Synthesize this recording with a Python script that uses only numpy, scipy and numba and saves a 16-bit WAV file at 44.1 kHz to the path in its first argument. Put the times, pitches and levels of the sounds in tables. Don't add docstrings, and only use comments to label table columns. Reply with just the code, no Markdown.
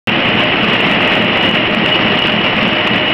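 import sys
import numpy as np
from scipy import signal
from scipy.fft import rfft, irfft
from scipy.io import wavfile
from scipy.ndimage import uniform_filter1d
from numba import njit

SR = 44100
rng = np.random.default_rng(int(sys.argv[2]) if len(sys.argv) > 2 else 0)


def waveform_to_disk(signal):
    frames = np.transpose(np.atleast_2d(signal))
    scaled = np.clip(frames, -1, 1) * 32767
    samples = np.round(scaled).astype(np.int16)
    wavfile.write(sys.argv[1], SR, samples)


N = 138033
TIME_S = np.arange(N) / SR
TURN_S = .28449


def undb(db):
    return 10 ** (np.asarray(db) / 20)


def level(x, rms_db):
    return x * undb(rms_db) / np.sqrt(np.mean(x ** 2))


def colour(x, points):
    point_hz, point_db = np.array(points, float).T
    bin_hz = np.maximum(np.arange(len(x) // 2 + 1) * SR / len(x), 1)
    gain_db = np.interp(np.log(bin_hz), np.log(point_hz), point_db)
    return irfft(rfft(x) * undb(gain_db), len(x))


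def walk(rate_hz):
    hold = max(int(SR / rate_hz), 2)
    held = np.clip(rng.standard_normal(N), -2, 2)[np.arange(N) // hold]
    return 1.3 * uniform_filter1d(uniform_filter1d(held, hold), hold)


def turns():
    return np.arange(-1, int(N / SR / TURN_S) + 1) * TURN_S


def swing(loudest_s, depth_db):
    return undb(depth_db * np.cos(2 * np.pi * (TIME_S - loudest_s) / TURN_S))


def tone(hz, waver_hz, waver_db):
    phase = 2 * np.pi * np.cumsum(hz + waver_hz * walk(14)) / SR
    return np.sqrt(2) * np.sin(phase) * undb(waver_db * walk(18))


# peak_s, level_db (before KNOCK_DB), pitch_hz
CYLINDER_KNOCKS = [(.0912, -13, 173), (.1184, -12.5, 196), (.1300, -20, 200), (.1654, -14, 187),
                   (.1740, -15, 290), (.1931, -16, 230), (.2045, -16, 260), (.2540, -19, 340),
                   (.2930, -15, 205), (.3120, -18, 205), (.3190, -18, 260), (.3300, -19, 300),
                   (.3425, -15, 165), (.3520, -9, 210)]
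KNOCK_DB, KNOCK_SCATTER_DB = -2, .7
KNOCK_RISE_S, KNOCK_FALL_S, KNOCK_JITTER_S = .0045, .007, .00015


def knocks():
    out = np.zeros(N)
    starts_s = turns()
    for peak_s, level_db, pitch_hz in CYLINDER_KNOCKS:
        chances = rng.standard_normal((len(starts_s), 2))
        for start_s, (late, strong) in zip(starts_s, chances):
            centre_s = peak_s + start_s + KNOCK_JITTER_S * late
            a, b = np.searchsorted(TIME_S, [centre_s - .02, centre_s + .05])
            age_s = TIME_S[a:b] - centre_s
            rise = np.exp(-(age_s / KNOCK_RISE_S) ** 2)
            fall = 1 / np.cosh(2 * age_s / KNOCK_FALL_S)
            shape = np.where(age_s < 0, rise, fall)
            gain = undb(KNOCK_DB + level_db + KNOCK_SCATTER_DB * strong)
            out[a:b] += gain * shape * np.cos(2 * np.pi * pitch_hz * age_s)
    return out


# pitch_hz, width_hz, gain_db
MODES = [(217.5, 18, 1), (331, 14, -4)]


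def frame(x):
    ringing = 0
    for pitch_hz, width_hz, gain_db in MODES:
        b, a = signal.iirpeak(pitch_hz, pitch_hz / width_hz, fs=SR)
        ringing = ringing + undb(gain_db) * signal.lfilter(b, a, x)
    return x + ringing


# (relative, per Hz)
GEAR_SPECTRUM = [(30, -33), (70, -19.5), (110, -4), (210, -6.5), (330, -0.5), (500, -4.5), (800, -6.5),
                 (1400, -11), (3000, -24.5), (6000, -83)]
GEARS_DB, GEARS_SWING_DB, GEARS_LOADED_S = -26, 2.5, .087


def gears():
    one_turn = colour(rng.standard_normal(int(round(TURN_S * SR))), GEAR_SPECTRUM)
    looped = np.resize(one_turn, N)
    return level(looped * swing(GEARS_LOADED_S, GEARS_SWING_DB), GEARS_DB)


# start_s, level_db (relative)
LINKAGE_CLACKS = [(0.13, -1), (0.155, -5), (0.171, -16.5), (0.231, -2.5), (.255, 2.5), (.301, -7),
                  (.317, -8.5), (0.344, -0.5)]
# (relative, per Hz)
CLACK_SPECTRUM = [(150, -9), (330, 3.5), (480, -0.5), (620, 0.5), (850, -1.5), (1500, -15), (4000, -62),
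                  (7000, -90.5)]
CLACK_DB, CLACK_FALL_S = -28.5, .0098


def clacks():
    shape = np.zeros(N)
    for start_s, level_db in LINKAGE_CLACKS:
        age_s = (TIME_S - start_s) % TURN_S
        shape += undb(level_db) * np.exp(-age_s / CLACK_FALL_S)
    return level(colour(shape * rng.standard_normal(N), CLACK_SPECTRUM), CLACK_DB)


# (relative, per Hz)
ROAR_SPECTRUM = [(20, -29.5), (45, -18.5), (65, -17.5), (90, -9), (120, -0.5), (210, 0.5), (400, -1),
                 (650, -2.5), (1000, -5.5), (1650, -6.5), (1950, 0.5), (2300, -2), (2850, 2), (3150, -5.5),
                 (3600, -16), (4000, -21.5), (4500, -32), (5300, -32), (5700, -38), (6100, -51.5)]
ROAR_DB, ROAR_SWELL_DB, ROAR_FLUTTER_DB = -14.5, .83, 1.55


def roar():
    rush = colour(rng.standard_normal(N), ROAR_SPECTRUM)
    waver_db = ROAR_SWELL_DB * walk(6.2) + ROAR_FLUTTER_DB * walk(47)
    return level(rush * undb(waver_db), ROAR_DB)


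# (relative, per Hz)
RATTLE_SPECTRUM = [(200, -9), (600, -3), (1300, 1), (2000, -4), (2850, 4.5), (3600, -10.5), (4500, -20),
                   (5400, -20.5), (6100, -41.5)]
RATTLE_PER_S, RATTLE_DB, RATTLE_FALL_S, RATTLE_SCATTER_DB = 170, -21.5, .0033, 1


def rattle():
    struck = rng.random(N) < RATTLE_PER_S / SR
    strength = undb(RATTLE_SCATTER_DB * np.clip(rng.standard_normal(N), -2, 2))
    decay = np.exp(-1 / (RATTLE_FALL_S * SR))
    shape = signal.lfilter([1], [1, -decay], struck * strength)
    return level(colour(shape * rng.standard_normal(N), RATTLE_SPECTRUM), RATTLE_DB)


RING_HZ, RING_DB = 612, -27.5
RING_AT_S, RING_RISE_S, RING_FALL_S = .147, .015, .047
RING_HOLD = .48


def ring():
    age_s = (TIME_S - RING_AT_S) % (TURN_S / 2)
    swell = (1 - np.exp(-age_s / RING_RISE_S)) * np.exp(-age_s / RING_FALL_S)
    shape = RING_HOLD + 2 * swell
    return level(shape * tone(RING_HZ, waver_hz=2.405, waver_db=4.5), RING_DB)


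LINE_HZ = [77.3, 105.5, 307, 330.5, 536, 714.5, 886, 1911, 2953, 4092]
# level_db, pitch_waver_hz, level_waver_db
LINE_WAVERS = [(-46, 0.6, 3), (-37.5, 0.54, 1), (-37, 0.88, 1.5), (-34, 0.93, 1), (-39.5, 1.4, 7.5),
               (-39, 2.4, 5.5), (-45.5, 2.2, 4), (-31.5, 12, 3), (-29.5, 10, 2.5), (-48.5, 15, 1)]
# time_s, level_db (before its wavers)
WHINE_LEVELS = [(.1, -29), (.35, -34), (.7, -32), (0.999, -28), (1.25, -31.5), (1.42, -20), (1.602, -27.5),
                (1.75, -33.5), (1.9, -20), (2.052, -25.5), (2.218, -18.5), (2.45, -29), (2.7, -30),
                (3.098, -24)]
WHINE_HZ, WHINE_WAVER_HZ, WHINE_WAVER_DB = 2919, 10, 1
WHINE_ROUGH = .67


def whine():
    hum = 0
    for pitch_hz, (level_db, waver_hz, waver_db) in zip(LINE_HZ, LINE_WAVERS):
        hum = hum + undb(level_db) * tone(pitch_hz, waver_hz, waver_db)
    whine_db = np.interp(TIME_S, *np.array(WHINE_LEVELS).T)
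    main = undb(whine_db) * tone(WHINE_HZ, WHINE_WAVER_HZ, WHINE_WAVER_DB)
    return hum + main * (1 + WHINE_ROUGH * walk(110))


SHED_T60_S, SHED_DB, KNOCK_SHED_DB = 1, -8, -18


def shed(x, wet_db):
    age_s = np.arange(SR) / SR
    tail = rng.standard_normal(SR) * np.exp(-np.log(1000) * age_s / SHED_T60_S)
    tail = tail / np.sqrt(np.sum(tail ** 2))
    return x + undb(wet_db) * signal.fftconvolve(x, tail)[:N]


def scene():
    blows = shed(frame(knocks()), KNOCK_SHED_DB) + shed(clacks() + rattle(), SHED_DB)
    return (blows + gears() + roar() + ring() + whine())[None]


@njit
def peak_follow(size, fall):
    out, held = np.empty(len(size)), 0.
    for i in range(len(size)):
        held = max(size[i], held * fall)
        out[i] = held
    return out


START_S = .0725
INPUT_TOP_HZ, TOP_HZ = 5750, 15900
DRIVE_DB, HISS_DB = .94, -75
LIMIT_LEVEL, LIMIT_RELEASE_S = .74, .013


def record(dry):
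    input_filter = signal.ellip(7, .2, 60, INPUT_TOP_HZ, fs=SR, output="sos")
    narrow = signal.sosfilt(input_filter, dry[0])
    hiss = undb(HISS_DB) * rng.standard_normal(N)
    driven = (narrow * undb(DRIVE_DB) + hiss) * (TIME_S >= START_S)
    over = np.maximum(np.abs(driven) / LIMIT_LEVEL - 1, 0)
    excess = peak_follow(over, np.exp(-1 / (LIMIT_RELEASE_S * SR)))
    limited = driven / (1 + excess)
    output_filter = signal.ellip(8, .2, 70, TOP_HZ, fs=SR, output="sos")
    return signal.sosfilt(output_filter, limited)[None]


dry = scene()
out = record(dry)
waveform_to_disk(out)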